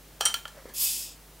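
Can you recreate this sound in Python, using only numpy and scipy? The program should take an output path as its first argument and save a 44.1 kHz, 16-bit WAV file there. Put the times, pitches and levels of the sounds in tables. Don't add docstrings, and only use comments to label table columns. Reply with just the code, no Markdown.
import sys
import numpy as np
from scipy import signal
from scipy.fft import rfft, irfft
from scipy.io import wavfile

SR = 44100
rng = np.random.default_rng(int(sys.argv[2]) if len(sys.argv) > 2 else 0)


def generate_wav(signal):
    frames = np.transpose(np.atleast_2d(signal))
    scaled = np.clip(frames, -1, 1) * 32767
    pcm = np.round(scaled).astype(np.int16)
    wavfile.write(sys.argv[1], SR, pcm)


N = 61739
T = np.arange(N) / SR
HZ = np.maximum(np.fft.rfftfreq(N, 1 / SR), 1)


def from_db(db):
    return 10 ** (np.asarray(db) / 20)


def unit_rms(x):
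    return x / np.sqrt(np.mean(x ** 2) + 1e-20)


def colour(x, spectrum, peaks=()):
    hz, db = np.transpose(spectrum)
    curve_db = np.interp(np.log(HZ), np.log(hz), db)
    for centre_hz, width_hz, lift_db in peaks:
        curve_db += lift_db * np.exp(-2 * ((HZ - centre_hz) / width_hz) ** 2)
    return irfft(rfft(x) * from_db(curve_db), N)


def noise(spectrum, peaks=()):
    return unit_rms(colour(rng.standard_normal(N), spectrum, peaks))


def resonant_noise(hz, width_hz):
    b, a = signal.iirpeak(hz, hz / width_hz, fs=SR)
    return unit_rms(signal.lfilter(b, a, rng.standard_normal(N)))


def decay(start_s, t60_s):
    return (T >= start_s) * from_db(-60 * np.maximum(T - start_s, 0) / t60_s)


def swell(centre_s, sigma_s):
    return np.exp(-.5 * ((T - centre_s) / sigma_s) ** 2)


def butter(x, hz, kind="low", order=2):
    sos = signal.butter(order, min(hz, .48 * SR), kind, fs=SR, output="sos")
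    return signal.sosfilt(sos, x + 1e-18)


def ring(start_s, modes, t60_scale=1, scatter_db=2):
    out = 0
    for k, (hz, db, t60_s) in enumerate(modes):
        gain = (-1) ** k * from_db(db + scatter_db * rng.standard_normal())
        out += gain * decay(start_s, t60_s * t60_scale) * np.sin(2 * np.pi * hz * (T - start_s))
    return out


# f/Hz, rms level/dB
HUM_PARTIALS = [(50, -56), (150, -64), (250, -73.5)]
def mains_hum():
    return sum(np.sqrt(2) * from_db(db) * np.sin(2 * np.pi * (hz * T + rng.random()))
               for hz, db in HUM_PARTIALS)


# f/Hz, level/dB
FLOOR_SPECTRUM = [(41, -45), (70, -6.5), (92, -8.5), (151, -13), (286, -12), (515, -14.5), (590, -15),
                  (829, -17.5), (1870, -21.5), (7820, -24.5), (15800, -24.5)]
# f/Hz, level/dB
FLOOR_SIDE_SPECTRUM = [(50, -15), (200, -13), (500, -13.5), (1500, -13), (12000, -9)]
def room_hiss():
    mid, side = (from_db(-53) * butter(noise(FLOOR_SPECTRUM), 67.4, "high", order=1) for _ in range(2))
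    return mid, colour(side, FLOOR_SIDE_SPECTRUM)


# f/Hz, level/dB, t60/s
GLASS_MODES = [(1260, -10, 0.046), (1373, -5, 0.19), (3060, -4, 0.11), (3245, -2.5, 0.072),
               (3350, -10, 0.14), (4090, -15, 0.2), (4408, -7, 0.086), (4840, -10, 0.061),
               (5750, -9.5, 0.15), (5880, -13.5, 0.19), (6130, -21, 0.049)]
# f/Hz, level/dB, t60/s
STEEL_MODES = [(5750, -5, .1), (6980, -9, .11), (7330, -8, .09), (7690, -5, .14), (8130, -6, .13),
               (8278, -1, .13), (8650, -4, .09), (8958, -4, .13), (9237, -2, .13), (9608, -6, .13),
               (13250, -13, .1)]
# f/Hz, level/dB
THUD_SPECTRUM = [(120, -32), (280, -9.5), (420, -2), (600, -0.5), (800, 3.5), (1000, -4.5), (1500, -2.5),
                 (3000, -24)]
CLACK_SPECTRUM = [(200, -46), (550, -23), (900, -1), (1400, 4), (2300, -4.5), (3200, -1.5), (3800, -2.5),
                  (4600, 0), (8000, 1), (16000, -25)]
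TICK_SPECTRUM = [(2000, -20), (5000, -1), (8200, -3), (10500, -3.5), (14500, -4.5), (16000, -8)]
# t/s, glass/dB, sing/dB, steel/dB, clack/dB, tick/dB, thud/dB, cutoff/Hz, t60 factor
CONTACTS = [(.2050, -57, -45, -44, -42, -44, -66, 9000, 0.33),
            (0.2086, -23.5, -27, -38.5, -23, -23.5, -24, 7150, 0.87),
            (0.2532, -39, -46, -20, -27, -26, -45, 12000, 0.58),
            (.2570, -32, -22.5, -32.5, -22, -21, -47, 10800, 1.03),
            (0.2629, -29.5, -50, -45, -25, -52, -36.5, 5940, 0.69),
            (0.2958, -42, -50, -44, -39.5, -58, -42, 6000, 0.85),
            (0.3414, -17.5, -23.5, -45, -27.5, -23, -34, 5300, 0.4),
            (0.4543, -24.5, -27.5, -62, -35.5, -64, -36.5, 2520, 0.13),
            (0.4789, -47.5, -67, -60, -43.5, -43.5, -54, 12000, 0.73),
            (0.6905, -68, -61, -57.5, -68, -49, -70, 9000, .3)]
def clinks():
    impacts, rings = 0, 0
    for start_s, glass_db, sing_db, steel_db, clack_db, tick_db, thud_db, cut_hz, t60_scale in CONTACTS:
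        thud = from_db(thud_db) * noise(THUD_SPECTRUM) * decay(start_s, t60_s=.036)
        clack = from_db(clack_db) * noise(CLACK_SPECTRUM) * decay(start_s, t60_s=.035)
        tick = from_db(tick_db) * noise(TICK_SPECTRUM) * decay(start_s, t60_s=.02)
        glass = from_db(glass_db) * ring(start_s, GLASS_MODES, t60_scale)
        sing = ring(start_s, [(3120, sing_db, .2)], t60_scale)
        steel = from_db(steel_db) * ring(start_s, STEEL_MODES, t60_scale)
        impacts += thud + butter(clack, cut_hz) + tick
        rings += butter(glass, cut_hz) + sing + steel
    return butter(impacts, 327, "high"), butter(rings, 705, "high")


# f/Hz, level/dB
CRUNCH_SPECTRUM = [(150, -20), (280, -2), (450, -10), (1000, -9.5), (1400, -8.5), (2000, -5), (2700, -26),
                   (4500, -17), (12000, -38)]
# centre t/s, sigma/s, crunch/dB, resonance f/Hz, resonance/dB
CAP_RUBS = [(.572, 0.017, -68, 567, -51.5), (0.588, 0.035, -56, 600, -64),
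            (0.687, 0.016, -55.5, 415, -55.5)]
# t/s, level/dB, f/Hz, t60/s, crunch/dB
CAP_KNOCKS = [(0.6557, -30, 498, 0.032, -46), (0.6955, -49, 1830, 0.031, -44.5)]
def levering():
    out = 0
    for start_s, db, hz, t60_s, crunch_db in CAP_KNOCKS:
        out += ring(start_s, [(hz, db, t60_s)])
        out += from_db(crunch_db) * noise(CRUNCH_SPECTRUM) * decay(start_s, t60_s=.042)
    for centre_s, sigma_s, crunch_db, hz, resonance_db in CAP_RUBS:
        crunch = from_db(crunch_db) * noise(CRUNCH_SPECTRUM)
        resonance = from_db(resonance_db) * resonant_noise(hz, width_hz=70)
        out += swell(centre_s, sigma_s) * (crunch + resonance)
    return out


# f/Hz, level/dB
HISS_SPECTRUM = [(300, -39), (700, -25), (1100, -25), (1500, -23.5), (2100, -16.5), (2550, -19.5),
                 (4100, -6.5), (5000, -2), (6200, -4), (7400, 0.5), (10300, -1.5), (13000, -2),
                 (15700, -5.5)]
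# f/Hz, level/dB
JET_SPECTRUM = [(700, -32), (1100, -13.5), (1600, -34), (3000, -14), (8000, -14), (10000, -5.5),
                (15700, -2.5)]
# f/Hz, width/Hz, lift/dB
JET_RESONANCES = [(9470, 540, 12.7), (11400, 190, 6.2), (11860, 600, 11), (13300, 460, 10.5)]
# f/Hz, width/Hz, level/dB
GAP_RESONANCES = [(2576, 140, -0.5), (3090, 330, -3), (3480, 270, -1), (4880, 260, 1.5), (5200, 170, 0.5),
                  (5400, 340, -2), (6800, 730, 3.5), (7860, 440, 1.5)]
def escaping_gas():
    start_s, open_s, fade_s, stop_s, release_s = .7374, .12, 1.037, 1.146, .03
    hiss_db_per_s, fade_db_per_s, gap_db_per_s = -64, -136, -57
    opening = np.clip((T - start_s) / open_s, 0, 1)
    emptying_s = np.maximum(T - start_s - open_s, 0)
    flowing = .5 - .5 * np.tanh((T - stop_s) / release_s)
    flutter_db = -.47 * unit_rms(butter(rng.standard_normal(N), hz=90))
    hiss_db = -26 + hiss_db_per_s * emptying_s + fade_db_per_s * np.maximum(T - fade_s, 0)
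    hiss = from_db(hiss_db) * noise(HISS_SPECTRUM)
    jet = from_db(-23.5) * swell(centre_s=.823, sigma_s=.031) * noise(JET_SPECTRUM, JET_RESONANCES)
    gap = sum(from_db(db) * resonant_noise(hz, width_hz) for hz, width_hz, db in GAP_RESONANCES)
    gap = unit_rms(butter(gap, 2440, "high", order=6))
    whistle = from_db(-33 + gap_db_per_s * emptying_s) * flowing * gap
    first_leak = from_db(-39) * decay(start_s, t60_s=.29) * noise(JET_SPECTRUM)
    return from_db(flutter_db) * (opening ** .85 * (hiss + jet) + opening ** .7 * whistle + first_leak)


# f/Hz, level/dB
REVERB_SPECTRUM = [(100, 5), (500, -0.5), (1500, 4), (3000, 4.5), (6000, 1.5), (9000, 1.5), (12000, -2.5),
                   (16000, 3.5)]
def reverb(x, t60_s=.25, build_s=.0066):
    tail = noise(REVERB_SPECTRUM) * decay(0, t60_s) * (1 - np.exp(-T / build_s))
    return signal.fftconvolve(x, tail / np.sqrt(np.sum(tail ** 2)))[:N]


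def scene():
    impacts, rings = clinks()
    handling = impacts + levering()
    hum = mains_hum()
    floor_mid, side = room_hiss()
    reflections = from_db(-4) * reverb(handling + from_db(-10) * rings)
    mid = hum + floor_mid + handling + rings + reflections + escaping_gas()
    return np.array([mid + side, mid - side])


def record(dry, cutoff_hz=15750):
    return signal.sosfilt(signal.ellip(12, .1, 80, cutoff_hz, fs=SR, output="sos"), dry)


dry = scene()
out = record(dry)
generate_wav(out)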